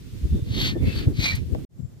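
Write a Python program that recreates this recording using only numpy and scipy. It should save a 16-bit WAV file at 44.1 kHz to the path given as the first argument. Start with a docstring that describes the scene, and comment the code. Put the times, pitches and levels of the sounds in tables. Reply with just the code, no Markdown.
"""Wind rumbles and buffets on the microphone over the soft hiss of a lawn. A hand pump is worked:
two downstrokes drive turbulent air through a ribbed hose that sings at its resonances, and the
upstroke between them sucks air in. Hose and valve whistle briefly, a plastic part ticks and the
hose knocks once. Then the sound breaks off and resumes in a calmer spot beside the valve of an
inflatable board, with a thin whistle."""
import sys
import numpy as np
from scipy import signal
from scipy.fft import rfft, irfft
from scipy.io import wavfile
from scipy.ndimage import uniform_filter1d

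SR = 44100
rng = np.random.default_rng(int(sys.argv[2]) if len(sys.argv) > 2 else 0)


def inscribe(sig):
    """Save sig as 16-bit PCM at rate SR to the path in sys.argv[1].

    A 1-D sig is mono; a 2-D sig holds one channel per row.
    Samples are clipped to [-1, 1] before scaling.
    """
    pcm = np.round(np.clip(np.atleast_2d(sig).T, -1, 1) * 32767)
    wavfile.write(sys.argv[1], SR, pcm.astype(np.int16))


N = 88200
T = np.arange(N) / SR
HZ = np.maximum(np.fft.rfftfreq(N, 1 / SR), 1)

# Envelopes of the wind's rumble and its finer eddies: time_s, level_db
RUMBLE_ENVELOPE = [(0, -43), (0.13, -40), (0.32, -31), (0.39, -34), (0.55, -26), (0.70, -27.5),
                   (0.85, -24.5), (0.92, -26), (1.16, -28.5), (1.26, -27), (1.39, -32.5), (1.52, -27),
                   (1.58, -32.5)]
EDDY_ENVELOPE = [(0, -53.5), (0.2, -51.5), (0.35, -34.5), (0.43, -43), (0.58, -31.5), (0.71, -41.5),
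                 (0.86, -33.5), (1.12, -32), (1.16, -47.5), (1.24, -32.5), (1.36, -56.5), (1.5, -44),
                 (1.6, -39.5)]
# Spectra of rumble, eddies and the lawn's background: frequency_hz, relative_db
RUMBLE_SPECTRUM = [(20, -41.5), (40, -2), (62, -4), (90, 1), (200, -9.5), (300, -19.5), (500, -29),
                   (1000, -66)]
EDDY_SPECTRUM = [(80, -26), (170, -2.5), (270, 4.5), (430, -5), (600, -19), (900, -30.5), (4000, -44.5)]
LAWN_SPECTRUM = [(100, -10), (1200, -1.5), (2500, 2), (3800, 2), (9000, -5.5), (15500, -7.5)]
# Single vortices striking the microphone: peak_s, sigma_s, centre_hz, level_db
BUFFETS = [(0.138, 0.0051, 89, -28.5), (0.247, 0.013, 63, -20.5), (0.328, 0.02, 74, -17),
           (0.349, 0.016, 207.5, -27), (0.361, 0.0074, 100, -19), (0.428, 0.0049, 93, -20),
           (0.513, 0.006, 93.5, -20), (0.767, 0.0082, 339.5, -25), (0.85, 0.0076, 84, -24),
           (0.972, 0.0074, 70.4, -20), (1.078, 0.0048, 98, -11), (1.076, 0.011, 283.4, -27),
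           (1.195, 0.005, 97, -14), (1.345, 0.0055, 78.5, -19.5), (1.799, 0.0078, 141, -35),
           (1.842, 0.013, 93.6, -34)]
# Whistles of hose and valve: peak_s, sigma_s, pitch_hz, half_width_hz, level_db, left_over_right_db
WHISTLES = [(0.366, 0.051, 3570, 100, -57.5, 3), (0.622, 0.034, 11770, 160, -46.5, -4),
            (0.746, 0.03, 1795, 29, -52, 6), (0.795, 0.02, 3480, 62, -56, 1),
            (0.877, 0.04, 2200, 220, -43, -2.5), (0.905, 0.028, 2640, 51, -47.5, 17),
            (0.981, 0.01, 4460, 55, -37, 2), (1.305, 0.018, 2316, 9.9, -29.5, -14),
            (1.327, 0.015, 1883, 72, -37.5, 6), (1.845, 0.043, 7440, 25, -67, 0)]
# Envelopes of the flow noise in each stroke: time_s, level_db
FIRST_PUSH_ENVELOPE = [(0.44, -60.5), (0.52, -41), (0.605, -26.5), (0.69, -27.5), (0.72, -40.5),
                       (0.75, -58)]
PULL_ENVELOPE = [(0.81, -62), (0.875, -42.5), (0.99, -37), (1.04, -43.5), (1.09, -64)]
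SECOND_PUSH_ENVELOPE = [(1.12, -65), (1.17, -41.5), (1.25, -21), (1.32, -32), (1.37, -41), (1.44, -69)]
# Source spectra of air rushing out and in: frequency_hz, relative_db
OUTFLOW_SPECTRUM = [(950, -13.5), (1500, -10.5), (2150, -2.5), (2600, -6.5), (3300, -6), (4450, -3.5),
                    (5200, -12.5), (6200, -11), (8300, -24.5), (15500, -24.5)]
INTAKE_SPECTRUM = [(900, -10.5), (1600, -4.5), (2600, -4), (4550, -3.5), (5200, -16), (9000, -26),
                   (15500, -28)]
# Hose modes that the ribs excite in each downstroke: pitch_hz, half_width_hz, boost_db
FIRST_PUSH_MODES = [(2050, 51, 2), (3270, 390, 9.5), (3780, 85, 6), (4380, 110, 10.5)]
SECOND_PUSH_MODES = [(2174, 80, 8.9), (2425, 11, 19), (3960, 85, 11), (4410, 65, 6.4), (4700, 42, 7.5)]
# Knocks and ticks of hose and valve: start_s, centre_hz, width_octaves, t60_s, level_db
KNOCKS = [(1.353, 8850, 1, 0.052, -35.5), (1.5488, 556, 0.35, 0.054, -25),
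          (1.5487, 1110, 0.61, 0.012, -33.5)]
# Spectrum of the background in the calmer spot: frequency_hz, relative_db
CALM_SPECTRUM = [(30, 23.5), (100, 43), (400, 18.5), (1000, 4), (3000, -2), (7000, -1), (9000, -7)]

PUMP_LAG_S, PUMP_PAN_DB = 0.000227, 0.8   # the pump stands to the left
HOSE_MODE_SPACING_HZ, HOSE_RING_HZ, HOSE_RING_OCTAVES = 128.47, 2100, 0.79
BODY_HZ, BODY_LAG_S = 2590, 0.0086   # the hollow low part of the rush follows the flow a little late
BREAK_S, RESUME_S, FADE_IN_S = 1.651, 1.69, 0.08


def from_db(db):
    """Amplitude grows tenfold for every 20 dB."""
    return 10 ** (np.asarray(db) / 20)


def spectrum(points):
    """Gain at every frequency, interpolated in decibels on a logarithmic frequency axis."""
    hz, db = np.transpose(points)
    return from_db(np.interp(np.log(HZ), np.log(hz), db))


def envelope(points):
    """Gain at every sample, growing or decaying exponentially between points."""
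    return from_db(np.interp(T, *np.transpose(points)))


def noise(gain, channels=2):
    """Spectral shaping of white noise gives uncorrelated channels of unit rms."""
    x = irfft(rfft(rng.standard_normal((channels, N))) * gain, N)
    return x / np.sqrt(np.mean(x ** 2) + 1e-20)


def steady(x, samples):
    """Division by the running rms evens out the level."""
    power = uniform_filter1d(np.mean(x ** 2, axis=0), samples, mode="wrap")
    return x / np.sqrt(np.abs(power) + 1e-6)


def resonance(hz, half_width_hz):
    """A Lorentzian peak; centred on zero it is a low-pass response."""
    return 1 / (1 + ((HZ - hz) / half_width_hz) ** 2)


def hump(hz, octaves):
    """A broad band-pass response, symmetric in log frequency."""
    return (1 + (np.log2(HZ / hz) / octaves) ** 2 / 4) ** -4


def swell(peak_s, sigma_s):
    """A Gaussian rise and fall in time."""
    return np.exp(-.5 * ((T - peak_s) / sigma_s) ** 2)


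def pan(db):
    """A level difference between the channels places a sound; positive is left."""
    return from_db([[db / 2], [-db / 2]])


def wind(lump_db=4, lump_hz=22):
    """Turbulent pressure gives a lumpy rumble and finer eddies, different at each microphone port."""
    lumps = from_db(lump_db * noise(resonance(0, lump_hz) ** 2))
    rumble = envelope(RUMBLE_ENVELOPE) * steady(noise(spectrum(RUMBLE_SPECTRUM)), samples=2000)
    eddies = envelope(EDDY_ENVELOPE) * steady(noise(spectrum(EDDY_SPECTRUM)), samples=1500)
    return lumps * (rumble + eddies)


def lawn():
    """Broadband ambient noise swells once as leaves rustle."""
    leaves_db = 3.5 * swell(peak_s=0.27, sigma_s=0.13)
    return from_db(-56.5 + leaves_db) * noise(spectrum(LAWN_SPECTRUM))


def buffets():
    """A passing vortex gives a brief, ragged pressure oscillation, its phase different at each port."""
    out = 0
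    for peak_s, sigma_s, hz, db in BUFFETS:
        phase = rng.uniform(0, 2 * np.pi) + 0.79 * rng.standard_normal((2, 1))
        swing = np.sqrt(2) * np.sin(2 * np.pi * hz * (T - peak_s) + phase)
        ragged = steady(noise(hump(hz, octaves=0.69)), samples=800)
        out = out + from_db(db) * swell(peak_s, sigma_s) * (swing + ragged) / np.sqrt(2)
    return out


def pump_noise(gain, scatter):
    """Direct sound takes a shorter path to the left port; scattered sound adds incoherently."""
    left = noise(gain, channels=1)[0]
    right = irfft(rfft(left) * np.exp(-2j * np.pi * HZ * PUMP_LAG_S), N)
    return pan(PUMP_PAN_DB) * (np.array([left, right]) + scatter * noise(gain)) / np.hypot(1, scatter)


def whistle(peak_s, sigma_s, hz, half_width_hz, db, side_db):
    """A narrow resonance of hose or valve filters flow noise into a brief, breathy tone."""
    tone = steady(pump_noise(resonance(hz, half_width_hz), scatter=1.0), samples=700)
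    return from_db(db) * pan(side_db) * swell(peak_s, sigma_s) * tone


def stroke(flow, air, rib_modes, tilt_db_per_octave, echo=0.48, scatter=0.45):
    """Turbulence follows the piston's speed; reflection at the hose ends sets up standing waves."""
    level = from_db(np.interp(T, *np.transpose(flow), left=-np.inf, right=-np.inf))
    source = spectrum(air) * from_db(tilt_db_per_octave * np.log2(HZ / BODY_HZ))
    reflection = echo * hump(HOSE_RING_HZ, HOSE_RING_OCTAVES)
    round_trip = reflection * np.exp(-2j * np.pi * HZ / HOSE_MODE_SPACING_HZ)
    rush = steady(pump_noise(source / np.abs(1 - round_trip), scatter), samples=900)
    boost = from_db(sum(db * resonance(hz, half_width_hz) for hz, half_width_hz, db in rib_modes))
    drive = (level / level.max()) ** 0.41   # the ribs sing more as the flow grows
    singing = drive * irfft(rfft(rush) * (boost - 1), N)
    flutter = from_db(noise(resonance(0, 60), channels=1))   # the level wavers by 1 dB rms
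    rush = steady(rush + singing, samples=900) * flutter
    body = irfft(rfft(rush) / (1 + (HZ / BODY_HZ) ** 8), N)
    return level * (rush - body) + np.interp(T - BODY_LAG_S, T, level) * body


def pump():
    """The piston displaces air: out through the hose, in through the intake, and out again."""
    return (stroke(FIRST_PUSH_ENVELOPE, OUTFLOW_SPECTRUM, FIRST_PUSH_MODES, tilt_db_per_octave=-0.17)
            + stroke(PULL_ENVELOPE, INTAKE_SPECTRUM, [], tilt_db_per_octave=1.5, echo=0.34, scatter=1.0)
            + stroke(SECOND_PUSH_ENVELOPE, OUTFLOW_SPECTRUM, SECOND_PUSH_MODES, tilt_db_per_octave=-0.05))


def knocks():
    """Impacts excite heavily damped vibrations of plastic parts, which decay exponentially."""
    out = 0
    for start_s, hz, octaves, t60_s, db in KNOCKS:
        decay = (T >= start_s) * from_db(db - 60 * np.maximum(T - start_s, 0) / t60_s)
        out = out + decay * steady(noise(hump(hz, octaves)), samples=400)
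    return out


def calm_spot():
    """Stationary ambient noise, with most of its energy in the bass."""
    return from_db(-44.5) * steady(noise(spectrum(CALM_SPECTRUM)), samples=2600)


def scene():
    """Sources superpose in two scenes parted by a short silence: the windy lawn, then the calmer spot."""
    background, calm = lawn(), calm_spot()
    hose_and_valve = knocks() + sum(whistle(*row) for row in WHISTLES)
    thumps = buffets()
    windy_scene = pump() + background + wind() + thumps + hose_and_valve
    calm_scene = calm + pan(20.5) * thumps + hose_and_valve
    fade_out = np.clip((BREAK_S - T) / .002, 0, 1)
    fade_in = np.clip((T - RESUME_S) / FADE_IN_S, 0, 1)
    return fade_out * windy_scene + fade_in * calm_scene


def record(dry):
    """A steep elliptic low-pass filter removes the highest treble."""
    cutoff_hz = 15450
    return signal.sosfilt(signal.ellip(12, .1, 80, cutoff_hz, fs=SR, output="sos"), dry)


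dry = scene()
out = record(dry)
inscribe(out)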